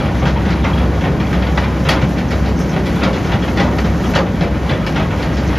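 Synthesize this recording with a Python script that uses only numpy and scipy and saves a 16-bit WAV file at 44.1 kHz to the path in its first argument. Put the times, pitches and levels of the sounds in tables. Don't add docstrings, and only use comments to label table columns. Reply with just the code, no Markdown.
import sys
import numpy as np
from scipy import signal
from scipy.fft import rfft, irfft, next_fast_len
from scipy.io import wavfile

SR = 44100
rng = np.random.default_rng(int(sys.argv[2]) if len(sys.argv) > 2 else 0)


def transcribe(u):
    v = np.clip(np.atleast_2d(u).T, -1, 1)
    q = np.round(v * 32767).astype(np.int16)
    wavfile.write(sys.argv[1], SR, q)


N = 246078
TIME = np.arange(N) / SR


def from_db(db):
    return 10 ** (np.asarray(db) / 20)


def rms_one(x):
    return x / np.sqrt(np.mean(x ** 2) + 1e-20)


def in_time(curve):
    return np.interp(TIME, *np.transpose(curve))


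def at_hz(points, hz):
    freqs, values = np.transpose(points)
    return np.interp(np.log(hz), np.log(freqs), values)


def filtered(x, hz, kind, order=2):
    return signal.sosfilt(signal.butter(order, np.clip(hz, 10, .45 * SR), kind, fs=SR, output="sos"), x)


def add(out, s, sound):
    start = int(np.clip(s * SR, 0, N - 1))
    out[..., start:start + sound.shape[-1]] += sound[..., :N - start]


def drift(rate_hz):
    pole = np.exp(-80 * np.pi * rate_hz / SR)
    slow = signal.lfilter([1], [1, -2 * pole, pole * pole], rng.standard_normal(N // 40 + 2002))[2000:]
    return np.interp(np.arange(N) / 40, np.arange(len(slow)), rms_one(slow))


def contacts(per_s, spread_db, size):
    strength = from_db(spread_db * np.minimum(rng.exponential(1, size), 4))
    return (rng.random(size) < per_s / SR) * strength * rng.choice([-1, 1], size)


def ringing(modes, t, pitch=1):
    return sum((-1) ** k * from_db(db - 60 * t / t60) * np.sin(2 * np.pi * pitch * f * t)
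               for k, (f, db, t60) in enumerate(modes))


# f/Hz, side minus mid/dB
STEREO_WIDTH = [(60, -25), (250, -17), (700, -15), (1400, -11), (2500, -20), (4500, -24), (6500, -17),
                (10000, -14)]
def noise_bands(spectrum, size):
    edges = 28 * 2 ** np.arange(0, 9.3, .4)
    white = rng.standard_normal((2, 2, size + SR // 10))
    for k, (low, high) in enumerate(zip(edges, edges[1:])):
        if high > spectrum[0][0] and low < spectrum[-1][0]:
            hz = np.sqrt(low * high)
            mid, side = filtered(white[k % 2], [low, high], "band")[:, -size:]
            width = from_db(at_hz(STEREO_WIDTH, hz))
            yield hz, from_db(at_hz(spectrum, hz)) * (mid + width * side * [[1], [-1]])


def noise(spectrum):
    return rms_one(sum(band for hz, band in noise_bands(spectrum, N)))


# t/s, relative level/dB
DRONE_RIDE = [(0, -20.5), (.45, -18), (.82, -17.5), (1.0, -15), (1.2, -28), (1.32, -14.5), (1.6, -16),
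              (1.88, -18.5), (2.05, -22), (2.25, -22), (2.4, -15), (2.8, -23), (3.05, -17), (3.3, -32),
              (3.55, -19.5), (3.72, -18.5), (3.98, -18), (4.2, -23), (4.5, -22), (4.66, -18), (4.85, -25),
              (5.1, -23), (5.58, -15.5)]
# multiple of the crankshaft rate, level/dB
ENGINE_ORDERS = [(8, -38), (9, -34), (12, -34), (14, -34), (16, -33), (19.3, -35), (26.27, -35.5),
                 (28.4, -38)]
def diesel(firing_hz, firings_per_turn, gain_db, wander_hz, uneven_db):
    phase = 2 * np.pi * np.cumsum(firing_hz + wander_hz * drift(7.3)) / SR
    tone = from_db(in_time(DRONE_RIDE) + gain_db) * np.sin(phase)
    for multiple, db in ENGINE_ORDERS:
        level = from_db(db + uneven_db * drift(4.7))
        tone += level * np.sin(multiple * phase / firings_per_turn + rng.uniform(0, 2 * np.pi))
    return np.sqrt(2) * tone, phase


# f/Hz, density/dB
FAN_SPECTRUM = [(500, 25), (1000, -13), (1400, 17.5), (2200, 9.5), (3200, 4), (5000, -6), (7000, -55)]
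def fan(firing_phase, level_db):
    return from_db(level_db) * noise(FAN_SPECTRUM) * (1 + 0.086 * np.cos(firing_phase))


CLEAT_PERIOD_S, FIRST_CLEAT_S, LINK_SHARE = .279, .245, 0.17
def chain_load(lead_s=0):
    turn = 2 * np.pi * (TIME + lead_s - FIRST_CLEAT_S) / CLEAT_PERIOD_S
    return np.cos(turn) + LINK_SHARE * np.cos(2 * turn)


# f/Hz, density/dB
RUMBLE_SPECTRUM = [(30, -30), (40, -24), (52, 5), (66, -4), (80, 2.5), (98, 2.5), (122, -3), (165, 3.5),
                   (230, -0.5), (320, -5.5), (480, -12), (800, -17), (1500, -23.5), (4000, -73)]
# t/s, relative level/dB
RUMBLE_RIDE = [(0, -1), (.15, -1), (.3, -1), (1.1, 0), (1.6, -1.5), (1.95, -1), (2.6, -0.5), (3.1, -0.5),
               (3.95, 0.5), (4.17, 0), (4.27, -2.5), (4.55, -1.5), (4.72, -1), (4.88, -1), (5.0, -1.5),
               (5.17, -2), (5.3, -1.5), (5.58, -1.5)]
def pontoon_rumble(level_db, swing_db):
    level = from_db(level_db + in_time(RUMBLE_RIDE) + swing_db * chain_load())
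    return level * filtered(noise(RUMBLE_SPECTRUM), 41.4, "high", order=4)


# f/Hz, density/dB
STEEL_SPECTRUM = [(250, 14), (400, 3.5), (580, 4), (850, 5.5), (1200, -0.5), (1650, -0.5), (1950, 1),
                  (2700, -7), (3300, -8), (4300, -16.5), (6000, -17), (7500, -41), (10000, -10),
                  (15000, -20)]
# f/Hz, t60/s
STEEL_DECAY = [(300, 0.21), (1000, 0.12), (3000, 0.16), (6000, 0.21), (12000, 0.077)]
# f/Hz, level/dB, t60/s
STEEL_MODES = [(533, -5, .35), (590, -7, .25), (790, -13, .15), (1260, -11, .12), (1470, -8, .08),
               (1830, -3, .045), (1930, -2, .04), (2610, -11, .08), (2854, -13, .12), (3305, -11.5, .1),
               (4537, -14, .16), (5140, -20, .15), (6320, -21, .05)]
def steel_ring(modes_db, clink_hz):
    t = TIME[:SR // 4]
    crowd = sum(band * from_db(-60 * t / at_hz(STEEL_DECAY, hz))
                for hz, band in noise_bands(STEEL_SPECTRUM, len(t)))
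    clink = (clink_hz * (1 + .02 * rng.standard_normal()), 3 * rng.standard_normal(), .025)
    clear = sum(from_db(db - 60 * t / t60) * np.sin(2 * np.pi * hz * t) * rng.choice([-1, 1])
                for hz, db, t60 in STEEL_MODES + [clink])
    return rms_one(crowd) + from_db(modes_db) * clear


# t/s, relative level/dB
RATTLE_RIDE = [(0, 4), (.2, -2), (.8, 0), (1.15, -5.5), (1.45, -0.5), (2.15, -4), (2.6, -2.5), (3.1, 1.5),
               (3.7, -4.5), (4.35, -3.5), (5, 0), (5.58, 0.5)]
def chain_rattle(parts, level_db, swing_db):
    knocks, preroll = np.zeros((2, N)), SR // 4
    for part in parts:
        touches = contacts(per_s=160, spread_db=5, size=N + preroll)
        knocks += signal.fftconvolve(part, touches[None], axes=1)[:, preroll:N + preroll]
    level = from_db(level_db + in_time(RATTLE_RIDE) + swing_db * chain_load())
    return level * rms_one(filtered(filtered(knocks, 390, "high"), 6400, "low"))


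# t/s, relative level/dB
SLIDE_RIDE = [(0, -0.5), (.8, 1), (1.2, 2), (1.6, 2.5), (2.2, 2.5), (2.9, 3), (3.7, 3.5), (4.12, 6),
              (4.25, -0.5), (4.55, 0), (4.75, 0.5), (5.2, 2.5), (5.58, 1)]
def sliding_db():
    return in_time(SLIDE_RIDE) + 1.5 * chain_load(lead_s=0.086)


# f/Hz, density/dB
HISS_SPECTRUM = [(2500, 5), (4200, -17), (5400, 21), (6300, 0), (7500, -2), (9300, -20.5), (11500, -5.5),
                 (15500, -9)]
def guide_hiss(level_db, wander_db):
    return from_db(level_db + sliding_db() + wander_db * drift(40)) * noise(HISS_SPECTRUM)


# f/Hz, level/dB, t60/s
TICK_PITCHES = [(4540, -2, .03), (5140, 0, .02), (5750, 2, .008), (6320, 3, .012), (6900, 1, .005),
                (9900, -6, .003), (10650, -9, .015), (11540, -7, .008), (12400, -7, .003)]
def fine_ticks(level_db, per_s):
    ticks, t = np.zeros(N), TIME[:SR // 20]
    for mode in TICK_PITCHES:
        onsets = contacts(per_s / len(TICK_PITCHES), spread_db=2.5, size=N)
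        ticks += signal.fftconvolve(onsets, ringing([mode], t))[:N]
    return from_db(level_db + sliding_db()) * rms_one(ticks)


# t/s, force/dB, hardness/dB, thud into the plate/dB, rattle decay/s
SLAMS = [(0.002, -32, -12, 12, 0.024), (0.055, -33.5, -14, 14, 0.015), (0.218, -31.5, -20, 12.5, 0.014),
         (0.254, -24.5, -3, -3, 0.026), (0.270, -28, 0.5, 5, 0.063), (0.358, -34.5, -27, 7, 0.02),
         (0.453, -30.5, -3, -8, 0.018), (0.490, -32.5, -2, -3, 0.018), (0.506, -30, 3, 1.5, 0.04),
         (0.642, -24, -4, 3.5, 0.04), (0.777, -30, -2, 7.5, 0.032), (1.009, -33, -0.5, -2, 0.03),
         (1.037, -28, -9, 4.5, .05), (1.200, -30, -4, -6, .009), (1.329, -27, -5, -13, 0.014),
         (1.423, -29, -1.5, 2, 0.035), (1.468, -31, -4, -16, 0.017), (1.575, -22.5, -1.5, -10, 0.006),
         (1.632, -29.5, -7, 6, 0.083), (1.851, -27, -3, 7.5, 0.2), (1.888, -21.5, 4.5, 1, 0.019),
         (1.906, -22.5, 3, -5, 0.024), (2.015, -29, -1, 6, 0.028), (2.182, -31, 1, -17, 0.024),
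         (2.307, -28, 1, 8, 0.036), (2.460, -36.5, 7.5, -4, 0.028), (2.763, -29.5, -6, 10, 0.013),
         (2.860, -30.5, 2, 3, 0.056), (2.962, -37, -9, -2, .012), (3.017, -27.5, -10, 7.5, 0.068),
         (3.033, -24.5, 5, 5, 0.027), (3.130, -32, 5, 6, 0.066), (3.245, -32.5, -2, -4, 0.06),
         (3.318, -25, -3.5, 2, 0.033), (3.422, -30.5, -1.5, -5, 0.039), (3.479, -29.5, -4, -8, 0.0053),
         (3.573, -23, -0.5, -1.5, 0.059), (3.598, -23, 0, 2.5, 0.071), (3.784, -28, -2, 5, 0.016),
         (3.845, -34, 4, 11.5, 0.053), (4.038, -30, -9, 4, 0.033), (4.136, -27.5, -4, 0, 0.027),
         (4.150, -26.5, 6.5, -9, 0.012), (4.157, -21.5, -3, 6, 0.024), (4.176, -27.5, -10, 8, 0.02),
         (4.408, -28, 1, 11.5, 0.029), (4.695, -26.5, -4, 3, 0.014), (4.709, -28.5, -4, 8, 0.053),
         (4.865, -26.5, 1.5, 1, .014), (4.958, -25, -1, 0, 0.044), (4.996, -27.5, -6, 6.5, 0.037),
         (5.105, -31, -8, -6, 0.02), (5.195, -33, -1, 12, 0.024), (5.226, -30.5, 1.5, -4, 0.019),
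         (5.368, -34, 6.5, -6, 0.037), (5.555, -30, -2.5, -5.5, .03)]
# low/Hz, high/Hz, share of hardness, of thud, of heaviness
BLOW_REGISTERS = [(330, 750, 0, 1, .7), (750, 1300, -.5, 0, 2), (1300, 3700, 0, 0, 0),
                  (3700, 6800, 1, 0, 0)]
# level/dB, factor on the rattle decay
REGISTER_RESPONSES = [(-4, 2.1), (-2, 1.58), (1.06, 0.74), (-8, 0.47)]
def clanks(parts, seats, bounce_db):
    out, t = np.zeros((2, N)), TIME[:SR // 5]
    registers = [[filtered(part, [low, high], "band", order=3) for low, high, *_ in BLOW_REGISTERS]
                 for part in parts]
    for k, (s, force_db, hardness_db, thud_db, rattle_s) in enumerate(SLAMS + seats):
        bounces = from_db(bounce_db) * contacts(per_s=1000, spread_db=2.5, size=len(t))
        heaviness_db = 0.24 * max(force_db + 28.5, 0)
        voices = zip(registers[k % len(parts)], BLOW_REGISTERS, REGISTER_RESPONSES)
        for ring, (_, _, hard, thud, heavy), (db, longer) in voices:
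            force = bounces * np.exp(-t / max(rattle_s * longer, 1e-3))
            force[0] = 1
            blow = signal.fftconvolve(ring, force[None], axes=1)
            level_db = force_db + db + hard * hardness_db + thud * thud_db + heavy * heaviness_db
            add(out, s, from_db(level_db) * blow / np.std(blow[:, :SR // 30]))
    return out


def seating_knocks(force_db, hardness_db, thud_db, rattle_s, lead_s, scatter_s):
    links = np.arange(-1, 2 * N / SR / CLEAT_PERIOD_S - 1)
    beats = FIRST_CLEAT_S - lead_s + links * CLEAT_PERIOD_S / 2
    return [(s + scatter_s * late, force_db + accent_db, hardness_db, thud_db, rattle_s)
            for s, (late, accent_db) in zip(beats, rng.standard_normal((len(beats), 2)))]


# t/s, length/s, relative level/dB
RASPS = [(0.16, 0.09, -44), (2.271, 0.046, -43), (2.551, 0.11, -38.5), (2.678, 0.057, -39),
         (3.235, .07, -41.5), (4.06, .04, -44), (5.324, .05, -41), (5.458, 0.047, -39.5)]
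# f/Hz, level/dB, t60/s
RASP_MODES = [(3600, -6, .004), (4750, -4, .004), (5140, -6, .012), (5350, 0, .009), (5680, 0, .006),
              (6280, -1, .009)]
def cleat_rasps(gain_db):
    out, ring = np.zeros(N), ringing(RASP_MODES, TIME[:SR // 30])
    for s, length_s, db in RASPS:
        size = int(length_s * SR)
        slips = contacts(per_s=790, spread_db=0.5, size=size) * np.sqrt(np.hanning(size))
        rasp = signal.fftconvolve(slips, ring)
        add(out, s, from_db(db + gain_db) * rasp / (np.std(rasp[:size]) + 1e-9))
    return out


# t/s, relative peak/dB, f/Hz
PONTOON_BOOMS = [(0.23, -6, 143), (0.503, -3, 174.3), (0.67, -10.5, 193), (0.839, -13, 167),
                 (1.088, -9, 153), (1.342, -5.5, 180.4), (1.865, -7, 149), (2.025, -4, 132.5),
                 (3.058, -5, 190), (3.339, -9, 109), (3.594, -3.5, 180), (4.14, -6.5, 161),
                 (4.406, -5, 163), (4.71, -3.5, 147), (5.0, -10, 204), (5.27, -8, 162.5)]
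def pontoon_booms(gain_db, t60, swell_s):
    out, t = np.zeros(N), TIME[:SR // 3]
    shape = (1 - np.exp(-t / swell_s)) * from_db(-60 * t / t60)
    for s, db, hz in PONTOON_BOOMS:
        add(out, s, from_db(db + gain_db) * shape / shape.max() * np.sin(2 * np.pi * hz * t))
    return out


# t/s, length/s, start f/Hz, end f/Hz, level/dB
PIN_SQUEAKS = [(0.617, .03, 3450, 3380, -36), (1.195, .11, 2330, 2050, -33),
               (4.085, .04, 12050, 11950, -47), (4.701, .022, 4250, 4100, -37)]
def pin_squeaks(jitter_hz, rough_db):
    out = np.zeros(N)
    for s, length_s, first_hz, last_hz, db in PIN_SQUEAKS:
        size = int(length_s * SR)
        hz = np.linspace(first_hz, last_hz, size) + jitter_hz * drift(250)[:size]
        level = from_db(db + rough_db * drift(200)[:size]) * np.hanning(size)
        add(out, s, np.sqrt(2) * level * np.sin(2 * np.pi * np.cumsum(hz) / SR))
    return out


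# t/s, relative level/dB, f/Hz
PIN_KNOCKS = [(0.732, -25, 3260), (0.785, -25, 3370), (0.832, -30, 3290), (1.008, -28, 3320),
              (1.268, -29, 3310), (1.358, -32, 3290), (1.468, -26, 3380), (1.642, -30, 3850),
              (1.96, -27, 3310), (2.965, -28, 3430), (3.334, -22, 3360), (3.425, -27, 3300),
              (4.692, -20.5, 3400), (4.735, -23, 3420)]
# multiple of its pitch, level/dB, t60/s
PIN_PARTIALS = [(1, 0, .04), (1.033, -2, .025), (.95, -4, .02), (.865, -7, .03), (1.1, -7, .015),
                (1.37, -16, .05)]
def pin_rings(gain_db, bounce_db, bounce_s):
    out, t = np.zeros(N), TIME[:SR // 6]
    for s, db, hz in PIN_KNOCKS:
        force = from_db(bounce_db) * contacts(per_s=420, spread_db=0.5, size=len(t))
        force *= np.exp(-t / bounce_s)
        force[0] = 1
        add(out, s, from_db(db + gain_db) * signal.fftconvolve(ringing(PIN_PARTIALS, t, hz), force))
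    return out


# t/s, relative level/dB
CRUNCHES = [(0.782, -46), (1.29, -47), (1.8876, -27), (2.09, -42), (2.305, -42), (2.592, -38), (2.858, -39),
            (2.893, -43), (2.9566, -41), (3.445, -44), (3.7828, -44), (4.097, -48), (4.156, -40),
            (4.8663, -41)]
def grit(gain_db, decay_s):
    out, t = np.zeros(N), TIME[:SR // 8]
    for s, db in CRUNCHES:
        crunch = rms_one(filtered(rng.standard_normal(len(t)), [5500, 12500], "band"))
        add(out, s, from_db(db + gain_db) * crunch * np.exp(-t / decay_s))
    return out


# t/s, relative bar level/dB, bar f/Hz, clang level/dB
SQUARE_HITS = [(1.2, -29.5, 2234, -39), (1.576, -9.5, 815, -30), (1.8916, -8.5, 1866, -20),
               (3.036, -20.5, 1970, -25), (3.599, -21, 2020, -19.5), (3.786, -20, 1880, -43),
               (4.157, -10, 1255, -15.5), (4.163, -16, 1910, -36), (4.187, -22, 1900, -22),
               (4.871, -24, 1740, -27)]
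# multiple of its pitch, level/dB, t60/s
BAR_PARTIALS = [(1, 0, .04), (1.4, -8, .06), (1.75, -10, .06), (2.4, -11, .11), (2.72, -15, .07)]
# f/Hz, level/dB, t60/s
CLANG_MODES = [(455, -4, .16), (533, -2, .25), (598, 0, .25), (715, -4, .14), (829, -3, .14), (940, -7, .1)]
def bar_cracks(gain_db, snap_db, snap_s):
    out, t = np.zeros(N), TIME[:SR // 5]
    plate = ringing(CLANG_MODES, t)
    for s, db, hz, clang_db in SQUARE_HITS:
        burst = rms_one(filtered(rng.standard_normal(len(t)), [.6 * hz, 1.5 * hz], "band"))
        crack = ringing(BAR_PARTIALS, t, hz) + from_db(snap_db) * burst * np.exp(-t / snap_s)
        add(out, s, from_db(db + gain_db) * crack + from_db(clang_db) * plate)
    return out


def scene():
    parts = [steel_ring(modes_db=1, clink_hz=3330) for _ in range(10)]
    engine, phase = diesel(firing_hz=66, firings_per_turn=6, gain_db=-2, wander_hz=0.036, uneven_db=2.5)
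    engine = engine + fan(phase, level_db=-33.5)
    pontoon = pontoon_rumble(level_db=-16, swing_db=0.12)
    pontoon += pontoon_booms(gain_db=-4.5, t60=.13, swell_s=.007)
    steel = chain_rattle(parts, level_db=-28.5, swing_db=2)
    friction = guide_hiss(level_db=-47, wander_db=.7)
    seats = seating_knocks(force_db=-36, hardness_db=-10, thud_db=10, rattle_s=0.034,
                           lead_s=.022, scatter_s=.006)
    steel += clanks(parts, seats, bounce_db=-11)
    steel += bar_cracks(gain_db=0.5, snap_db=-3.5, snap_s=0.0062)
    steel += pin_rings(gain_db=-3, bounce_db=-6, bounce_s=.014)
    friction += pin_squeaks(jitter_hz=260, rough_db=4) + grit(gain_db=-2.5, decay_s=0.029)
    ticks = fine_ticks(level_db=-55, per_s=900)
    friction += cleat_rasps(gain_db=-2.5)
    lean_left = from_db([[.3], [-.3]])
    return engine + friction + ticks + (steel + pontoon) * lean_left


# f/Hz, right lead/rad
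PHASE_SPREAD = [(1580, 0), (1720, -1.7), (1830, 0), (6000, 0), (7000, 1.2), (8250, 3.14), (10000, 5),
                (11500, 6.28), (13000, 7.6), (14700, 9.42), (16000, 10)]
def record(dry):
    size = next_fast_len(N + SR // 10)
    lead = np.interp(np.arange(size // 2 + 1) * SR / size, *np.transpose(PHASE_SPREAD))
    spread = irfft(rfft(dry, size) * np.exp(.5j * lead * [[-1], [1]]), size)[:, :N]
    rounded = spread / (1 + (spread / .97) ** 6) ** (1 / 6)
    return signal.sosfilt(signal.ellip(10, .3, 80, 14400, fs=SR, output="sos"), rounded)


dry = scene()
out = record(dry)
transcribe(out)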